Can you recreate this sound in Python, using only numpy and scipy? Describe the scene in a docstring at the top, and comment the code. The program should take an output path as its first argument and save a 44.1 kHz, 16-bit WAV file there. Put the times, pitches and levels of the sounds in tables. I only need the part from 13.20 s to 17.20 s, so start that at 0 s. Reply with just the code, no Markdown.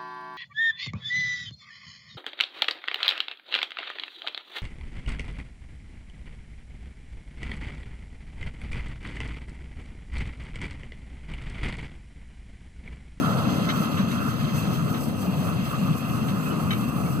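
"""A low, fluttering roar some way off across a field: a propane burner trailed by a horse-drawn wagon.
The turbulent flame throbs as pockets of gas flare, its rush has a hollow, wavering resonance, and gas
hisses from the nozzles. The rig knocks and clinks a few times; a thin high hiss comes and goes.
Heard through two spaced microphone ports, with a little wind on them."""
import sys
import numpy as np
from scipy import signal
from scipy.fft import rfft, irfft, next_fast_len
from scipy.io import wavfile
from scipy.ndimage import uniform_filter1d, map_coordinates

SR = 44100
rng = np.random.default_rng(int(sys.argv[2]) if len(sys.argv) > 2 else 0)


def unload_wav(signal):
    """Save mono or channel-first audio to the path in sys.argv[1] as 16-bit WAV at rate SR, clipped to [-1, 1]."""
    wavfile.write(
        sys.argv[1],
        SR,
        np.round(np.clip(np.atleast_2d(signal).T, -1, 1) * 32767).astype(np.int16),
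    )


N = 176400


def amp(db):
    """Decibels to gain."""
    return 10 ** (np.asarray(db) / 20)


def unit(x):
    """Scale to rms 1."""
    return x / np.sqrt(np.mean(x ** 2) + 1e-20)


def along(points, hz):
    """Read (f/Hz, value) points at hz, on a log axis."""
    f, v = np.transpose(points)
    return np.interp(np.log(hz + 1), np.log(f + 1), v)


def curve(rows):
    """(t/s, value) points as one value per sample."""
    return np.interp(np.arange(N) / SR, *np.transpose(rows))


def wobble(rate):
    """A smooth random curve, rate knots a second."""
    knots = rng.standard_normal(int(N * rate / SR) + 4)
    return map_coordinates(knots, [np.arange(N) * rate / SR])


def filtered(x, response):
    """Pass x through a complex frequency response."""
    size = next_fast_len(N + SR // 2)
    return irfft(rfft(x, size) * response(np.fft.rfftfreq(size, 1 / SR)), size)[..., :N]


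def noise(spectrum):
    """Two unrelated noises of one colour at rms 1: a distant source's direct and scattered sound."""
    return unit(filtered(rng.standard_normal((2, N)), lambda hz: amp(along(spectrum, hz))))


def tilted(x, split_hz, low_db_per_s, top_db_per_s):
    """The parts of x below and above split_hz drift in level as the wagon moves on."""
    top = filtered(x, lambda hz: 1 - 1 / (1 + (hz / split_hz) ** 20))
    from_middle_s = (np.arange(N) - N / 2) / SR
    return (x - top) * amp(low_db_per_s * from_middle_s) + top * amp(top_db_per_s * from_middle_s)


def struck(s, t60, hold=0, attack_s=0.0007):
    """Envelope of a blow at time s: a sharp rise, an optional hold, a decay."""
    t = np.maximum(np.arange(N) / SR - s, 0)
    return (1 - np.exp(-t / attack_s)) * np.exp(-np.log(1000) * np.maximum(t - hold, 0) / t60)


def ring(s, modes, waver_rad=0.2):
    """Modes (f/Hz, level/dB, t60/s) struck at time s; their phase wavers because the parts sit loose."""
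    turn = 2 * np.pi * np.arange(N) / SR
    phase = waver_rad * wobble(150) + 2 * np.pi * rng.random((2, 1))
    return sum(amp(db) * struck(s, t60) * np.sin(hz * turn + phase) for hz, db, t60 in modes)


def wind(level_db=-38, gust_db=1.5, puff_width_s=0.011):
    """Wind right at the microphone: light buffeting on each port, brief puffs on the right one."""
    # spectra of the buffeting and of a puff (f/Hz, level/dB)
    buffet_spectrum = [(10, -21), (30, -27), (65, 0.5), (120, 6), (220, -4), (400, -10), (1000, -79)]
    puff_spectrum = [(40, -43), (120, 1), (220, -4), (380, -10), (500, -23), (1000, -60)]
    # puffs of air (t/s, level/dB)
    puffs = [(0.965, -33), (1.902, -24)]
    buffet = unit(noise(buffet_spectrum) * amp(gust_db * np.array([wobble(10), wobble(11)])))
    t = np.arange(N) / SR
    puffing = sum(amp(db) * np.exp(-((t - s) / puff_width_s) ** 2) for s, db in puffs)
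    return amp(level_db) * buffet + np.array([np.zeros(N), puffing * noise(puff_spectrum)[1]])


def high_hiss(flutter_db=1.03, flutter_rate=70, grain_db=0.7, grain_rate=900, patchy_db=2.5):
    """A thin, patchy, slightly grainy hiss that swells several times a second and slowly brightens."""
    # colour of the hiss (f/Hz, level/dB)
    spectrum = [(3000, -30), (4500, -4), (5000, -2), (5300, -6), (5680, 1), (5900, -3), (6400, 0),
                (6700, -4), (6950, -4), (7250, 2), (7550, -5), (8100, -1), (8450, -3.5), (8900, -2.5),
                (9400, -5), (10000, -2.5), (10700, -5), (11300, -1.5), (12000, .5), (13200, -3.5),
                (14200, -6), (15300, -2.5)]
    # its swells (t/s, level/dB)
    swells = [(0.0, -44.5), (0.2, -44.5), (0.27, -48), (0.33, -43.5), (0.47, -46.5), (0.5, -43.3),
              (0.63, -39.5), (0.67, -46.4), (0.79, -45.6), (0.85, -51), (0.93, -42.5), (0.99, -48.5),
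              (1.1, -43), (1.16, -50), (1.33, -45), (1.38, -38.5), (1.47, -47.5), (1.54, -40.5),
              (1.63, -48.5), (1.73, -44.5), (1.78, -45.5), (1.84, -41), (1.93, -51), (2.03, -41),
              (2.1, -49), (2.27, -42.5), (2.32, -46.5), (2.41, -51), (2.45, -43.5), (2.73, -49),
              (2.78, -40.5), (2.83, -48.5), (2.96, -43), (3.02, -49.5), (3.07, -44), (3.17, -48.5),
              (3.29, -42.5), (3.35, -50.5), (3.43, -43), (3.48, -51), (3.51, -45.5), (3.88, -46.5),
              (3.92, -43.5), (4.0, -51)]
    spectrogram = signal.stft(noise(spectrum), nperseg=512)[2]
    patches = uniform_filter1d(rng.standard_normal(spectrogram.shape[1:]), size=4, axis=0)
    patches = uniform_filter1d(patches, size=14, axis=1)  # each about 350 Hz by 80 ms
    air = signal.istft(spectrogram * amp(patchy_db * unit(patches)), nperseg=512)[1][:, :N]
    air = tilted(air, split_hz=7000, low_db_per_s=-1.2, top_db_per_s=0.55)
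    flicker_db = flutter_db * wobble(flutter_rate) + grain_db * wobble(grain_rate)
    return amp(curve(swells)) * unit(air * amp(flicker_db))


def clanks(rattle_db=-1, frame_db=-5, steel_s=3.505, steel_db=-29.5, clink_t60_s=0.15):
    """Out on the rig the frame knocks and chatters, a loose steel fitting rings, harness parts clink."""
    # dull knocks of the wagon's frame (t/s, level/dB, chatter/s, t60/s)
    blows = [(0.488, -30, 0.016, 0.1), (0.771, -37.5, 0.028, 0.16), (0.912, -37, .016, 0.094),
             (1.739, -40, 0.034, 0.16), (3.085, -39.5, 0.0082, 0.064), (3.507, -34, 0.011, 0.068),
             (3.526, -37, .009, .06)]
    # spectrum of the chatter (f/Hz, level/dB)
    rattle_spectrum = [(700, -42), (1500, 9.5), (2100, 3.5), (3900, 2.5), (4600, -15), (6000, -6),
                       (8000, -22), (14000, -50)]
    # modes of the frame and of the steel fitting (f/Hz, level/dB, t60/s)
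    frame_modes = [(2100, 2, .11), (2800, -3, .09), (3750, 4, .09), (3810, -1, .09), (5880, -7, 0.092)]
    steel_modes = [(1890, -5, 0.2), (2010, -3, .12), (2270, -1.5, 0.2), (2920, -10, 0.11), (3050, -2, .18),
                   (3760, -4, .05), (3844, -3.5, .12), (4425, -16, .08)]
    # small harness parts, each with its own pitch (t/s, f/Hz, level/dB)
    harness = [(0.772, 2650, -36), (0.924, 2680, -40), (1.362, 1970, -40), (1.38, 2605, -39),
               (3.09, 2010, -48), (3.259, 2560, -35), (3.303, 2970, -40), (3.858, 2250, -41)]
    rattle = amp(rattle_db) * unit(noise(rattle_spectrum) * amp(1.5 * wobble(350)))
    knocks = sum(amp(db) * (rattle * struck(s, t60, hold) + amp(frame_db) * ring(s, frame_modes))
                 for s, db, hold, t60 in blows)
    clinks = sum(ring(s, [(hz, db, clink_t60_s)]) for s, hz, db in harness)
    return knocks + amp(steel_db) * ring(steel_s, steel_modes) + clinks


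def gas_jet(gas_db=7.5, nozzle_db=1.5, flutter_db=1.5, flutter_rate=60):
    """Gas hisses from the nozzles, unsteady in the moving air and duller as the wagon moves on."""
    # spectra of the broad hiss and of the jet's narrow resonance (f/Hz, level/dB)
    gas_spectrum = [(900, -43), (1500, 3), (1720, 3), (1860, 0.5), (2080, 4), (2230, -3), (2370, -8),
                    (2700, -4.5), (3000, -5), (3120, -0.5), (3320, 4.5), (3560, -1), (3850, -3.5),
                    (4050, -3), (4230, -7.5), (4480, -4.5), (4750, -8.5), (5250, -9), (5680, -24),
                    (5900, -21), (6400, -6), (6800, -13.5), (9000, -34)]
    nozzle_spectrum = [(2200, -37), (2450, -2.5), (2580, 0.5), (2720, 1.5), (2830, -3), (2960, -18),
                       (3200, -35)]
    # their rise and fall, relative to gas_db and nozzle_db (t/s, level/dB)
    gas_level = [(0.0, -49), (0.48, -46), (0.71, -48.5), (1.08, -50.5), (1.37, -48), (1.89, -55),
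                 (2.53, -50.5), (2.94, -54), (3.13, -52.5), (4.0, -55.5)]
    nozzle_level = [(0.0, -48.5), (0.14, -49), (0.82, -48), (1.18, -51), (1.38, -47.5), (1.86, -55),
                    (2.0, -51.5), (2.17, -49), (2.42, -46.5), (3.24, -50), (3.39, -49), (4.0, -51)]

    def flutter(x):
        return unit(x * amp(flutter_db * wobble(flutter_rate)))
    gas = flutter(tilted(noise(gas_spectrum), split_hz=2960, low_db_per_s=0.64, top_db_per_s=0))
    nozzle = flutter(noise(nozzle_spectrum))
    return amp(curve(gas_level) + gas_db) * gas + amp(curve(nozzle_level) + nozzle_db) * nozzle


def flame_rush(width_hz=234, shift_hz=54.96, skirt_db=-3.5, flutter_db=1.0, flutter_rate=35):
    """The flame's midrange: a broad rush and a hollow resonance that wanders above it."""
    # spectra of the rush and of the skirt around the resonance (f/Hz, level/dB)
    rush_spectrum = [(250, -13.5), (430, 1), (580, 0), (740, -2), (870, -7), (1000, -4.5), (1200, -9),
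                     (3000, -64)]
    skirt_spectrum = [(800, -38), (1050, 1), (1200, 1), (1400, 2), (1550, -9.5), (1750, -8), (3000, -58)]
    # rise and fall of the rush and of the resonance (t/s, level/dB)
    rush_level = [(0.0, -37.5), (0.1, -31), (0.59, -38.5), (1.2, -41.7), (1.54, -37), (1.6, -43),
                  (1.81, -37.5), (2.01, -42), (2.07, -35.5), (2.49, -41), (2.69, -37), (2.79, -43.8),
                  (2.9, -39), (3.28, -40.5), (3.36, -36.5), (3.73, -41.5), (3.82, -36), (4.0, -43.6)]
    hollow_level = [(0.0, -38.5), (0.04, -29.5), (0.32, -36.5), (0.58, -33.5), (0.74, -38.5), (0.8, -31.5),
                    (0.86, -40), (1.01, -33), (1.21, -40.5), (1.75, -37.5), (1.87, -46.5), (2.04, -41),
                    (2.19, -43), (2.28, -35), (2.34, -40), (2.48, -42), (2.54, -32.5), (2.6, -46),
                    (2.68, -33.5), (2.73, -41.5), (3.01, -36.5), (3.11, -39), (3.31, -35.5), (3.64, -38),
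                    (3.77, -38), (4.0, -41)]
    # path of the resonance, whose centre lies shift_hz higher (t/s, f/Hz)
    hollow_path = [(0.0, 1250), (0.62, 1260), (0.69, 1150), (0.95, 1280), (1.18, 1270), (1.22, 1180),
                   (1.38, 1250), (2.21, 1160), (2.25, 1250), (2.67, 1170), (3.32, 1260), (3.38, 1130),
                   (3.54, 1240), (3.59, 1150), (3.93, 1210), (4.0, 1300)]
    slow_noise = filtered(rng.standard_normal((2, 2, N)), lambda hz: 1 / (1 + (2 * hz / width_hz) ** 2))
    phase = 2 * np.pi * np.cumsum(curve(hollow_path) + shift_hz) / SR
    resonance = unit(slow_noise[0] * np.cos(phase) + slow_noise[1] * np.sin(phase))
    hollow = unit(resonance + amp(skirt_db) * noise(skirt_spectrum))
    flutter = amp(flutter_db * wobble(flutter_rate))
    return flutter * (amp(curve(rush_level)) * noise(rush_spectrum) + amp(curve(hollow_level)) * hollow)


def flame_throbs(width_s=0.021):
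    """Pockets of gas flare up: each is a low swell a few cycles long, heard as direct sound only."""
    # the strongest flares (t/s, f/Hz, peak level/dB)
    flares = [(0.07, 165, -21), (0.42, 205, -21.5), (0.823, 189, -20), (2.093, 190, -18),
              (2.186, 150.5, -19.5), (2.39, 130, -23.5), (2.712, 152, -18), (2.919, 160, -21)]
    direct = np.zeros(N)
    for s, hz, db in flares:
        t = np.arange(N) / SR - s
        swell = amp(db) * np.exp(-(t / width_s) ** 2)
        direct += swell * np.sin(2 * np.pi * (hz * t + rng.random()))
    return np.array([direct, np.zeros(N)])


def flame_roar(flutter_db=0.13, flutter_rate=25):
    """Turbulent burning: a deep rumble and the roar above it flutter together as the flame billows."""
    # spectra of the rumble and of the roar (f/Hz, level/dB)
    rumble_spectrum = [(10, -60), (25, -27), (40, -33), (60, -15.5), (90, -4.5), (135, 3), (160, 2),
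                       (190, -8.5), (260, -45)]
    roar_spectrum = [(110, -42), (150, -10.5), (180, 0), (240, -3), (300, -8.5), (380, -15.5), (550, -30.5),
                     (1000, -77)]
    # their surges and dips (t/s, level/dB)
    rumble_level = [(0.0, -33), (0.06, -26.5), (0.55, -30), (0.82, -28), (0.89, -35.5), (0.96, -27.5),
                    (1.17, -32), (1.23, -26.5), (1.3, -35), (1.35, -27.5), (1.8, -30), (2.13, -31),
                    (2.19, -32), (2.26, -28), (2.39, -30.5), (2.53, -32), (2.72, -29), (2.79, -34.5),
                    (2.92, -27.5), (3.38, -31), (3.44, -24), (3.74, -35), (3.77, -26.5), (4.0, -27.5)]
    roar_level = [(0.0, -22.5), (0.14, -30), (0.41, -25), (0.62, -27), (0.83, -27), (1.24, -29),
                  (1.52, -26), (1.6, -31.5), (1.65, -26.5), (1.95, -30.5), (2.1, -28), (2.15, -34),
                  (2.23, -27), (2.28, -31.5), (2.35, -27.5), (2.53, -34.5), (2.66, -23), (2.78, -32.5),
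                  (3.12, -26.5), (3.18, -29.5), (3.35, -25.5), (3.43, -30.3), (3.57, -28.5), (4.0, -29.5)]
    billow = amp(flutter_db * wobble(flutter_rate))
    rumble = amp(curve(rumble_level)) * unit(noise(rumble_spectrum) * billow)
    roar = amp(curve(roar_level)) * unit(noise(roar_spectrum) * billow)
    return rumble + roar


def microphone_ports(x):
    """Direct and scattered sound reach the two spaced ports, each with its own level and phase."""
    # how alike left and right are (f/Hz, correlation)
    likeness = [(40, 0.72), (100, 0.91), (220, 1), (360, 0.83), (500, 1), (1300, 0.97), (1550, 0.7),
                (2700, 0.8), (3900, 0.98), (5300, 1), (6300, 0.77), (9000, 0.39), (10700, 1), (13000, 0.95),
                (15000, 0.33)]
    # left minus right (f/Hz, level/dB)
    balance = [(50, -1), (100, 5.5), (200, 1), (350, 13), (470, 2.5), (620, -0.2), (860, 6.5), (1050, 0),
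               (1300, -3.5), (1530, -13.5), (1800, 0), (2150, -1), (2800, -1), (3200, 0), (15000, 0.5)]
    # how far left leads right (f/Hz, phase/rad)
    left_lead = [(40, -2.8), (130, -1.1), (290, .5), (366, 3.5), (473, 5.1), (740, 6.3), (900, 5.6),
                 (1080, 5.7), (1270, 5.3), (1430, 3.2), (2150, 1.9), (4220, -5.6), (8790, -22),
                 (9650, -18.8), (14600, -6.2)]

    def shares(hz):
        spread = np.arccos(np.clip(along(likeness, hz), 0, 1)) / 2
        return np.array([np.cos(spread), np.sin(spread)])

    def placement(hz):
        ratio = amp(along(balance, hz))
        lead = np.exp(0.5j * np.interp(hz, *np.transpose(left_lead)))
        return np.array([ratio * lead, 1 / lead]) * np.sqrt(2 / (1 + ratio ** 2))
    direct, scattered = filtered(x, shares)
    return filtered(np.array([direct + scattered, direct - scattered]), placement)


def scene():
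    """The burner and its rig across the field, and wind at the microphone."""
    flame = flame_roar() + flame_throbs() + flame_rush()
    return microphone_ports(flame + gas_jet() + high_hiss() + clanks()) + wind()


def record(dry, top_hz=15550):
    """The recorder keeps nothing above its band limit."""
    return filtered(dry, lambda hz: hz < top_hz)


dry = scene()
out = record(dry)
unload_wav(out)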